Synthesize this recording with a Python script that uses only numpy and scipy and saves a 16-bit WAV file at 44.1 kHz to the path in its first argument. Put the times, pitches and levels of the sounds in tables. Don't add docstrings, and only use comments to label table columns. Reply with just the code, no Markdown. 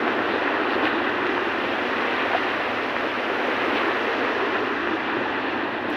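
import sys
import numpy as np
from scipy import signal
from scipy.fft import rfft, irfft, next_fast_len
from scipy.io import wavfile

SR = 44100
rng = np.random.default_rng(int(sys.argv[2]) if len(sys.argv) > 2 else 0)


def output_pcm(signal):
    pcm = np.clip(np.atleast_2d(signal).T, -1, 1) * 32767
    wavfile.write(sys.argv[1], SR, np.round(pcm).astype(np.int16))


N = 262836
TIME = np.arange(N) / SR


def from_db(db):
    return 10 ** (np.asarray(db) / 20)


def rms_one(x):
    return x / np.sqrt(np.mean(x ** 2) + 1e-20)


def curve(rows, column=1):
    columns = np.transpose(rows)
    return np.interp(TIME, columns[0], columns[column])


def swell(middle_s, spread_s):
    return np.exp(-.5 * ((TIME - middle_s) / spread_s) ** 2)


def impulses(rows):
    clicks = np.zeros(N)
    for s, db in rows:
        clicks[round(s * SR)] = from_db(db)
    return clicks


def drift(rate):
    step, settle = 40, 2000
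    pole = np.exp(-2 * np.pi * rate * step / SR)
    noise = rng.standard_normal(N // step + settle + 2)
    slow = signal.lfilter([1], [1, -2 * pole, pole * pole], noise)[settle:]
    return np.interp(np.arange(N) / step, np.arange(len(slow)), rms_one(slow))


def band(x, low_hz, high_hz, order=2):
    edges = [low_hz, min(high_hz, .45 * SR)]
    return signal.sosfilt(signal.butter(order, edges, "band", fs=SR, output="sos"), x)


def dip(x, db, hz, width_hz):
    inside = signal.lfilter(*signal.iirpeak(hz, hz / width_hz, fs=SR), x)
    return x - (1 - from_db(db)) * inside


def ring(clicks, hz, t60):
    decay, angle = from_db(-60 / (t60 * SR)), 2 * np.pi * hz / SR
    return signal.lfilter([0, np.sin(angle)], [1, -2 * decay * np.cos(angle), decay ** 2], clicks + 1e-18)


def colour(x, spectrum):
    size = 2 * next_fast_len(N)
    hz, db = np.transpose(spectrum)
    bin_hz = np.arange(size // 2 + 1) * SR / size
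    gain = from_db(np.interp(np.log(bin_hz + 1), np.log(hz), db))
    cepstrum = irfft(np.log(gain))
    cepstrum[1:size // 2] *= 2
    cepstrum[size // 2 + 1:] = 0
    return irfft(rfft(x, size) * np.exp(rfft(cepstrum)), size)[:N]


def swarm(low_hz, high_hz, per_s, cycles, clump_db, wash_db, size_spread_db=1.5, pitches=16):
    birth_chance = per_s / pitches / SR * from_db(clump_db * drift(14))
    near = np.zeros(N)
    for hz in np.geomspace(low_hz, high_hz, 2 * pitches + 1)[1::2]:
        born = np.flatnonzero(rng.random(N) < birth_chance)
        size_db = -size_spread_db * np.log(rng.random(N)[born] + .01)
        clicks = np.zeros(N)
        clicks[born] = from_db(size_db) * (-1.) ** born
        near += hz * ring(clicks, hz, cycles / hz)
    near = band(near, low_hz / 1.51, high_hz * 1.37)
    far = band(rng.standard_normal(N), low_hz, high_hz, order=3)
    return rms_one(rms_one(near) + from_db(wash_db) * rms_one(far))


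def rumble():
    return from_db(-36.5) * rms_one(band(rng.standard_normal(N), 9.9, 170))


# t/s, level/dB
SPRAY_LEVEL = [(0, -67), (0.6, -69), (0.77, -66), (1.0, -69), (1.7, -66.3), (2.4, -64.8), (2.85, -67),
               (3.3, -66), (3.76, -63.5), (4.25, -67), (4.85, -70.5), (5.89, -73), (5.91, -66.5)]
# f/Hz, level/dB
SPRAY_SPECTRUM = [(3000, -28), (7000, 0.5), (9500, 2.5), (13500, 2.5), (15700, -2.5)]
# t/s, level/dB
SHARP_TICKS = [(0.658, -53), (1.111, -55), (2.837, -43), (3.237, -50), (3.671, -43), (4.005, -52),
               (5.818, -57), (5.903, -36)]


def spray(ticks_per_s=60, size_spread_db=3, tick_db=-11, mist_db=-50.5, mist_lingers=1.1):
    mist = sum(from_db(db + mist_db) * swell(s, mist_lingers * spread) for s, db, spread, *_ in SHOWERS)
    sizes = from_db(-size_spread_db * np.log(rng.random(N) + .01))
    ticks = rms_one(sizes * (rng.random(N) < ticks_per_s / SR))
    sizzle = rms_one(colour(rng.standard_normal(N) + from_db(tick_db) * ticks, SPRAY_SPECTRUM))
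    clicks = impulses(SHARP_TICKS)
    sharp = colour(clicks, SPRAY_SPECTRUM)
    sharp *= clicks.max() / np.abs(sharp).max()
    return np.hypot(from_db(curve(SPRAY_LEVEL)), mist) * sizzle + sharp


# middle t/s, length/s, f/Hz, glide/(Hz/s), level/dB
AIR_HOLLOWS = [(0.548, 0.67, 489, 150, -43), (1.36, 0.21, 385, 39.5, -38), (1.653, 0.28, 337.3, -250, -42),
               (3.85, 0.42, 398.7, 200, -39), (4.25, 0.39, 468, -60, -36), (4.88, 0.18, 345.7, -100, -39.5),
               (5.218, 0.24, 300, -60.5, -40), (5.52, 0.28, 338.5, -60.5, -40.5)]


def hollows(width_hz=32):
    out, pole = np.zeros(N), np.exp(-np.pi * width_hz / SR)
    for s, length, hz, glide, db in AIR_HOLLOWS:
        tumbling = band(rng.standard_normal((2, N)), 1.0, 3 * width_hz, order=1)
        sway = signal.lfilter([1], [1, -pole], tumbling)
        phase = 2 * np.pi * np.cumsum(hz + glide * (TIME - s)) / SR
        ringing = sway[0] * np.cos(phase) + sway[1] * np.sin(phase)
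        out += from_db(db) * swell(s, length / 2) * rms_one(ringing)
    return out


# t/s, level/dB, f/Hz
SWALLOWED_AIR = [(0.47, -37, 289), (0.767, -33.5, 382), (0.843, -31, 301), (0.967, -32, 325.6),
                 (1.272, -31.5, 379), (1.383, -33, 362.8), (1.477, -36, 347), (2.226, -36, 344),
                 (3.734, -31.5, 300.4), (3.873, -38, 334), (4.245, -34, 474), (4.322, -36, 448),
                 (4.434, -32, 390), (4.535, -35.5, 383), (4.62, -33, 431), (4.724, -31, 406.5),
                 (4.86, -32, 344.3), (4.94, -37, 338), (5.054, -37, 344), (5.225, -38, 347),
                 (5.5, -37, 335), (5.645, -34, 333), (5.915, -32.5, 291)]


def gulps(spread_s=0.017, rise_per_s=1.51, wobble_depth=0.0482, wobbles_per_s=70):
    out, wobble = np.zeros(N), wobble_depth * drift(wobbles_per_s)
    for s, db, hz in SWALLOWED_AIR:
        span = np.abs(TIME - s) < 4 * spread_s
        pitch_hz = hz * (1 + rise_per_s * (TIME[span] - s) + wobble[span])
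        phase = 2 * np.pi * (rng.random() + np.cumsum(pitch_hz) / SR)
        out[span] += from_db(db) * swell(s, spread_s)[span] * np.sqrt(2) * np.sin(phase)
    return out


# t/s, level/dB, f/Hz, t60/s
LARGE_BUBBLES = [(0.824, -15.5, 846, 0.063), (2.346, -6.5, 670, 0.048), (5.254, -12, 815, 0.027)]


def plops(rise_per_s=7, attack_s=0.0028):
    out = np.zeros(N)
    for s, db, hz, t60 in LARGE_BUBBLES:
        age = np.clip(TIME - s, 0, 2 * t60)
        envelope = from_db(db - 60 * age / t60) * (1 - np.exp(-age / attack_s))
        out += envelope * np.sin(2 * np.pi * hz * age * (1 + rise_per_s * age / 2))
    return out


# t/s, level/dB, spread/s, centre f/Hz, ratio of band edge to centre
SHOWERS = [(0.331, -26, 0.044, 3900, 1.15), (0.477, -19, 0.0035, 1800, 1.26),
           (0.738, -23.5, 0.02, 3980, 1.2), (0.84, -26, 0.014, 900, 1.7), (0.855, -14, 0.0014, 3000, 1.5),
           (0.86, -20.5, 0.021, 3500, 1.4), (0.873, -18, 0.005, 2000, 1.4), (0.96, -31, 0.1, 3800, 1.09),
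           (1.077, -21, 0.0071, 1440, 1.4), (1.272, -21, .004, 5200, 1.3), (2.337, -23.5, .005, 1400, 2.1),
           (2.37, -28, .02, 3900, 1.25), (3.77, -20.5, 0.012, 3100, 1.35), (4.557, -24, 0.013, 1090, 1.7),
           (4.997, -27, 0.0067, 2100, 1)]


def splashes(drops_per_s=16000):
    out = np.zeros(N)
    for s, db, spread, hz, ratio in SHOWERS:
        drops = rng.choice([-1, 1], N) * (rng.random(N) < drops_per_s / SR)
        ratio = max(ratio, 1.05)
        out += from_db(db) * swell(s, spread) * rms_one(band(drops, hz / ratio, hz * ratio))
    return out


# t/s, level/dB
WAVELETS = [(0.079, -5), (0.191, -5.5), (0.481, -12), (0.614, -10), (0.725, -9.5), (0.734, -8),
            (0.867, -12), (1.267, -7), (1.379, -5.5), (2.333, -6), (2.966, -7), (3.618, -13), (4.874, -7.5)]


def slaps():
    clicks = impulses(WAVELETS)
    kicks = band(clicks, low_hz=330, high_hz=2400)
    return kicks * clicks.max() / np.abs(kicks).max()


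# t/s, level/dB
FIZZ_LEVEL = [(0, -27.5), (0.95, -29.5), (1.6, -26), (2.36, -24.5), (2.8, -26), (3.3, -24.5), (3.76, -24),
              (4.3, -25), (4.85, -27.5), (5.4, -31), (5.88, -34.5), (5.93, -28)]
# t/s, level/dB before scaling
FOAM_LEVEL = [(0, -3.5), (0.45, -1), (1.15, -2), (1.7, 2), (2.36, 4.5), (2.8, -2), (3.3, -1.2), (3.76, 5),
              (4.25, 1.7), (4.85, -5.5), (5.45, -3), (5.87, -13), (5.93, -2)]


def white_water(foam_db=-25, foam_follows=0.39):
    fizz = swarm(4660, 7440, per_s=1200, cycles=17, clump_db=4, wash_db=1.5, pitches=8)
    foam = swarm(1886, 4620, per_s=1800, cycles=17.4, clump_db=3.5, wash_db=2)
    return from_db(curve(FIZZ_LEVEL)) * fizz + from_db(foam_db + foam_follows * curve(FOAM_LEVEL)) * foam


# t/s, level/dB
BABBLE_LEVEL = [(0, -27.5), (0.85, -27.5), (1.6, -28.5), (2.4, -27), (2.85, -30), (3.8, -27), (5.2, -29),
                (5.96, -32)]
# t/s, level/dB
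CHURN_LEVEL = [(0, -31), (0.8, -31), (1.15, -33), (1.8, -32), (2.2, -30), (2.6, -31.5), (3.3, -31.5),
               (3.7, -29.5), (4.55, -32.5), (4.8, -36.5), (5.4, -32), (5.96, -35)]
# t/s, level/dB
GURGLE_LEVEL = [(0, -33), (0.85, -33.5), (1.15, -34), (1.5, -34.5), (2.8, -37.5), (3.75, -34.5),
                (4.5, -34.5), (5.15, -33.5), (5.96, -35.5)]


def torrent(surge_db=-0.3, surges_per_s=20):
    babble = swarm(938, 1945, per_s=900, cycles=32, clump_db=3, wash_db=3)
    churn = swarm(455, 910, per_s=600, cycles=12.7, clump_db=1, wash_db=4.5, size_spread_db=4.5)
    gurgle = swarm(195, 468, per_s=700, cycles=15.4, clump_db=1, wash_db=1.5, size_spread_db=0.5)
    heave_db = surge_db * drift(surges_per_s)
    return (from_db(curve(BABBLE_LEVEL)) * babble
            + from_db(curve(CHURN_LEVEL)) * churn
            + from_db(curve(GURGLE_LEVEL) + heave_db) * gurgle)


# f/Hz, level/dB
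WATER_TONE = [(22, -38), (50, -20.5), (120, -6), (190, -4), (250, 5), (340, 7), (600, 1), (1850, -0.5),
              (2700, -5), (4000, -17.5), (4800, -25), (5800, -30.5), (7500, -46.5), (10000, -73.5)]
# t/s, level/dB of its dip near 2 kHz, surface echo strength (0-1)
MIC_AIM = [(0, -5, 0), (1.2, -8, 0.11), (1.9, -4, 0), (3.6, -2, 0), (4.4, -4, 0.1), (4.8, -10.5, 0.15),
           (5.96, -8, 0.32)]


def scene(echo_s=0.00114, echo_cut_hz=1800):
    water = rumble() + hollows() + gulps() + plops() + splashes() + slaps() + white_water() + torrent()
    dull = signal.sosfiltfilt(signal.butter(1, echo_cut_hz, fs=SR, output="sos"), water)
    echo = curve(MIC_AIM, column=2) * np.interp(TIME - echo_s, TIME, dull)
    return (colour(water + echo, WATER_TONE) + spray())[None]


def record(dry, cutoff_hz=15750):
    heard = dip(dry, db=-22, hz=160.6, width_hz=81)
    heard = dip(heard, db=curve(MIC_AIM), hz=2195, width_hz=174)
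    return signal.sosfilt(signal.ellip(10, .1, 80, cutoff_hz, fs=SR, output="sos"), heard)


dry = scene()
out = record(dry)
output_pcm(out)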